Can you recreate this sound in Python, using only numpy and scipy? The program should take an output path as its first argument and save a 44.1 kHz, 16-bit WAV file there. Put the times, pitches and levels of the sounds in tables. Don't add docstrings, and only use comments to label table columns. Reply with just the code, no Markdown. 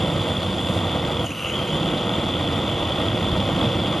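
import sys
import numpy as np
from scipy import signal
from scipy.fft import rfft, irfft, next_fast_len
from scipy.io import wavfile
from scipy.ndimage import uniform_filter1d, map_coordinates

SR = 44100
rng = np.random.default_rng(int(sys.argv[2]) if len(sys.argv) > 2 else 0)


def dump(signal):
    limited = np.clip(np.atleast_2d(signal).T, -1, 1)
    pcm = np.round(limited * 32767).astype(np.int16)
    wavfile.write(sys.argv[1], SR, pcm)


N = 176400


def amp(db):
    return 10 ** (np.asarray(db) / 20)


def unit(x):
    return x / np.sqrt(np.mean(x ** 2) + 1e-20)


def over_frequency(rows, hz):
    f, value = np.transpose(rows)
    return np.interp(np.log(hz + 1), np.log(f + 1), value)


def over_time(rows):
    return np.interp(np.arange(N) / SR, *np.transpose(rows))


def filtered(x, response):
    size = x.shape[-1]
    padded = next_fast_len(size + SR // 4)
    hz = np.fft.rfftfreq(padded, 1 / SR)
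    return irfft(rfft(x, padded) * response(hz), padded)[..., :size]


def wobble(per_s):
    points = rng.standard_normal(N // 8)
    return unit(map_coordinates(points, [np.arange(N) * per_s / SR], mode="wrap"))


def flutter(slowest_hz=49):
    return unit(filtered(wobble(per_s=200), lambda hz: 1 - np.exp(-(hz / slowest_hz) ** 2)))


def churn(swirls, sway_db, flutter_db, crackle_db, own_db):
    sway, tremble, crackle = swirls
    return unit(amp(sway_db * sway + flutter_db * tremble + crackle_db * crackle + own_db * flutter()))


def roughen(x, depth_db):
    spectra = signal.stft(x, nperseg=256)[2]
    patches = uniform_filter1d(rng.standard_normal(spectra.shape[1:]), size=9, axis=0)
    patches = uniform_filter1d(patches, size=3, axis=1)
    rough = signal.istft(spectra * amp(depth_db * unit(patches)), nperseg=256)[1]
    return unit(rough[:, :N])


# (f/Hz, likeness)
LIKENESS = [(40, 0.94), (100, 1), (900, 0.98), (1400, 0.89), (1700, 0.35), (1950, .995), (3400, 0.97),
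            (3900, .999), (6100, .999), (6500, 1), (10000, 1), (11500, .97), (15000, 1)]
def stereo_noise(gain, size=N):
    def shares(hz):
        angle = np.arccos(np.clip(over_frequency(LIKENESS, hz), -1, 1)) / 2
        return gain(hz) * np.array([np.cos(angle), np.sin(angle)])
    mid, side = filtered(rng.standard_normal((2, size)), shares)
    return unit(np.array([mid + side, mid - side]))


def ringing(bands, pitch):
    def gain(hz):
        peaks = (amp(db) / (1 + ((hz - centre) / (width / 1.7)) ** 2) for centre, width, db in bands)
        return np.sqrt(sum(peak ** 2 for peak in peaks))
    noise = stereo_noise(gain, size=N + SR // 4)
    position = np.cumsum(pitch)
    return unit(np.array([map_coordinates(side, [position], order=5, mode="mirror") for side in noise]))


# (t/s, f/Hz, level/dB)
WHISTLE_PATH = [(0, 7000, -90), (1.235, 7000, -70), (1.266, 6680, -41), (1.288, 6600, -60),
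                (1.31, 6750, -47.5), (1.34, 6250, -57), (1.41, 6250, -56), (1.45, 6550, -51),
                (1.495, 6850, -46), (1.515, 6750, -54), (1.535, 6950, -49.5), (1.57, 7200, -57),
                (1.66, 7350, -90)]
def whistle(width_hz=320):
    hz = over_time([(t, f) for t, f, db in WHISTLE_PATH])
    level_db = over_time([(t, db) for t, f, db in WHISTLE_PATH])
    return amp(level_db) * ringing([(hz.mean(), width_hz, 0)], pitch=hz / hz.mean())


# (t/s, level/dB)
SIZZLE_LEVEL = [(0, -90), (1.16, -75), (1.2, -54), (1.26, -45), (1.3, -47), (1.42, -44.5), (1.53, -49),
                (1.65, -53), (1.9, -90)]
# (f/Hz, width/Hz, relative level/dB)
SIZZLE_PEAKS = [(8700, 910, 6), (11750, 1500, -6)]
def sizzle():
    return amp(over_time(SIZZLE_LEVEL)) * ringing(SIZZLE_PEAKS, pitch=np.ones(N))


# (t/s, level/dB)
GAS_LEVEL = [(0, -90), (1.24, -80), (1.28, -42), (1.38, -41), (1.47, -33.5), (1.55, -40), (1.68, -46),
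             (1.8, -90)]
# (f/Hz, width/Hz, relative level/dB)
GAS_PEAKS = [(1229, 440, 0), (2070, 250, -7), (2760, 270, -3), (3300, 250, -2)]
def gas_rush():
    return amp(over_time(GAS_LEVEL)) * ringing(GAS_PEAKS, pitch=np.ones(N))


# (f/Hz, relative level/dB)
HISS_COLOUR = [(1000, -12.5), (1350, -2), (1700, -16), (1860, -1.8), (2400, -7), (3400, 0), (3620, -3),
               (3780, -6), (4000, -5), (4300, -10), (4900, -9), (5200, -14.5), (5480, -13), (5700, -21),
               (5950, -15), (6300, -17.5), (6700, -17), (9000, -24), (9850, -26), (10700, -23),
               (12500, -30), (15800, -33)]
def jet_hiss(strength_db, swirls, level_db=-38):
    hiss = roughen(stereo_noise(lambda hz: amp(over_frequency(HISS_COLOUR, hz))), depth_db=1.5)
    hiss *= churn(swirls, sway_db=0.2, flutter_db=0.74, crackle_db=1.54, own_db=0.56)
    return amp(level_db + 0.45 * strength_db) * hiss


# (t/s, f/Hz)
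TUBE_PITCH = [(0, 3430), (1.12, 3427), (1.23, 3310), (1.29, 2816), (1.39, 2787), (1.48, 2934), (1.62, 3216),
              (1.76, 3355), (2.1, 3415), (4, 3394)]
def tube_pitch(full_flame_hz=3420):
    pitch = over_time(TUBE_PITCH) / full_flame_hz
    sag = np.tanh(np.maximum(1 - pitch, 0) / 0.05006)
    waver = .006 + 0.0219 * sag
    return pitch * (1 + waver * wobble(per_s=75))


# (f/Hz, width/Hz, relative level/dB)
MAIN_PEAKS = [(3446, 274, 2), (3190, 420, -5.5), (2710, 380, -13)]
UPPER_PEAKS = [(4670, 870, -5), (7340, 1120, 2.2), (8830, 1070, -0.5), (10760, 1050, -6.5),
               (13400, 1500, -16)]
# (t/s, relative level/dB)
MAIN_SWELLS = [(0, 0.6), (.65, -0.5), (1.2, -1), (1.255, -1.5), (1.283, -8), (1.305, -5), (1.37, -4.5),
               (1.435, -2.5), (1.467, 4), (1.5, 0.5), (1.63, 0.5), (1.8, 1), (4, .5)]
UPPER_SWELLS = [(0, 1), (.6, 1.5), (.76, 5), (.86, -1.5), (1.25, 0), (1.35, -4.5), (1.7, 1), (2.1, -1.5),
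                (4, -1)]
def burner_tube(swirls, main_db=-31, upper_db=-47.5, edge_hz=3620):
    pitch = tube_pitch()
    main = filtered(ringing(MAIN_PEAKS, pitch), lambda hz: 1 / np.sqrt(1 + (hz / edge_hz) ** 70))
    main *= churn(swirls, sway_db=0.2, flutter_db=0.93, crackle_db=1.5, own_db=1.6)
    main *= amp(main_db + over_time(MAIN_SWELLS))
    upper = roughen(ringing(UPPER_PEAKS, pitch), depth_db=1.1)
    upper *= churn(swirls, sway_db=0.6, flutter_db=0.45, crackle_db=0.9, own_db=-0.4)
    upper *= amp(upper_db + over_time(UPPER_SWELLS))
    return main + upper


# (t/s, length/s, relative level/dB)
FLAME_SURGES = [(0.025, .05, 5), (.192, 0.032, 3.5), (0.267, 0.033, -5.5), (0.623, .04, -2),
                (0.698, 0.037, 7.5), (0.765, 0.019, 7), (.96, .035, 5), (1.305, .025, 9.5),
                (1.344, .035, -2), (1.62, .03, 3.5), (1.658, 0.037, -7.5), (1.745, 0.032, 5),
                (1.81, .04, 3.5), (1.938, 0.031, 7.5), (2.25, .03, -1), (2.5, 0.025, 2), (3.15, 0.034, 3),
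                (3.22, 0.032, 3), (3.294, .02, -4), (3.33, .03, 3.5), (3.634, 0.058, 3.5), (3.717, .03, -5),
                (3.767, .035, 4)]
def surge_db():
    t = np.arange(N) / SR
    return sum(db * np.exp(-(2 * (t - peak) / length) ** 2) for peak, length, db in FLAME_SURGES)


# (f/Hz, relative level/dB)
FLAME_COLOUR = [(22, -32.1), (35, -10), (60, -10), (95, 1.5), (125, -4), (190, -2.5), (245, -6),
                (362, -5.5), (410, -15.5), (465, -6.5), (510, -6), (600, -8), (800, -12.5), (1000, -14.5),
                (1300, -15.5), (1550, -23), (1720, -31), (1880, -22), (2500, -27), (3400, -33), (5000, -69)]
def flame_colour(hz, low, split_hz=279):
    low_share = 1 / (1 + (hz / split_hz) ** 6)
    return amp(over_frequency(FLAME_COLOUR, hz)) * np.sqrt(low_share if low else 1 - low_share)


# (t/s, relative level/dB)
RUMBLE_SWELLS = [(0, 0), (.3, 1.5), (.6, 0.5), (.72, -1.5), (1.05, -1.5), (1.35, 1.5), (1.55, -0.5),
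                 (1.8, 2), (2.1, -2), (2.5, -0.5), (2.9, -2), (3.3, 1), (4, 0)]
BOOM_SWELLS = [(0, -4), (.75, 1), (1.15, -1.5), (1.5, -3), (1.85, -10.5), (2.3, -1), (2.6, 3.5), (3.3, 2),
               (4, -1.5)]
def flame_rumble(strength_db, swirls, level_db=-26, boom_hz=92, boom_half_width_hz=19):
    rumble = stereo_noise(lambda hz: flame_colour(hz, low=True))
    boom = filtered(rumble, lambda hz: np.exp(-((hz - boom_hz) / boom_half_width_hz) ** 2))
    rumble = rumble - boom + amp(over_time(BOOM_SWELLS)) * boom
    sway = swirls[0]
    return rumble * amp(level_db + strength_db + over_time(RUMBLE_SWELLS) + surge_db() + .3 * sway)


def flame_roar(strength_db, swirls, level_db=-27):
    bursts = stereo_noise(np.ones_like)
    bursts *= churn(swirls, sway_db=0.8, flutter_db=0.98, crackle_db=1.05, own_db=0.7)
    roar = unit(filtered(bursts, lambda hz: flame_colour(hz, low=False)))
    return roar * amp(level_db + 0.98 * strength_db + 0.23 * surge_db())


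# (f/Hz, level/dB)
LEFT_LOUDER = [(50, -.3), (120, -1.5), (360, -1.5), (520, -2.5), (1060, -1), (1400, 2), (1600, 9.5),
               (1780, -10), (1950, 0.5), (3100, 0.5), (4000, 0)]
# (f/Hz, phase/rad)
LEFT_AHEAD = [(30, 0), (1000, 0.14), (1400, 0.66), (1900, 0.5), (3000, 0.2), (3900, 0), (6100, 0),
              (6400, -1), (6900, -1.1), (8200, -3), (9500, -4.5), (11100, -6), (12400, -5.5), (14000, -11)]
def path_to_microphone(hz, echo_s=.0063, echo_db=-20):
    ground = 1 + amp(echo_db) * np.exp(-2j * np.pi * hz * echo_s)
    half_each = np.array([[.5], [-.5]])
    balance = amp(half_each * over_frequency(LEFT_LOUDER, hz))
    timing = np.exp(1j * half_each * over_frequency(LEFT_AHEAD, hz))
    return ground * balance * timing


# (t/s, relative level/dB)
FLAME_STRENGTH = [(0, 0), (.1, -0.4), (.75, -0.5), (1.1, -0.1), (1.245, 0), (1.275, -10), (1.41, -9),
                  (1.46, -5.5), (1.5, -6.5), (1.53, -3.5), (1.61, 0), (1.69, -2), (1.76, -0.7), (2.9, 1),
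                  (3.3, 0.3), (3.68, 1.5), (4, 0)]
def scene():
    strength_db = over_time(FLAME_STRENGTH)
    swirls = wobble(per_s=22), flutter(), wobble(per_s=500)
    flame = flame_rumble(strength_db, swirls) + flame_roar(strength_db, swirls)
    torch = flame + jet_hiss(strength_db, swirls) + burner_tube(swirls)
    falter = gas_rush() + sizzle() + whistle()
    return filtered(torch + falter, path_to_microphone)


def record(dry, low_cut_hz=41.6, top_hz=13800):
    return filtered(dry, lambda hz: (hz < top_hz) * (1 - np.exp(-(hz / low_cut_hz) ** 2)))


dry = scene()
out = record(dry)
dump(out)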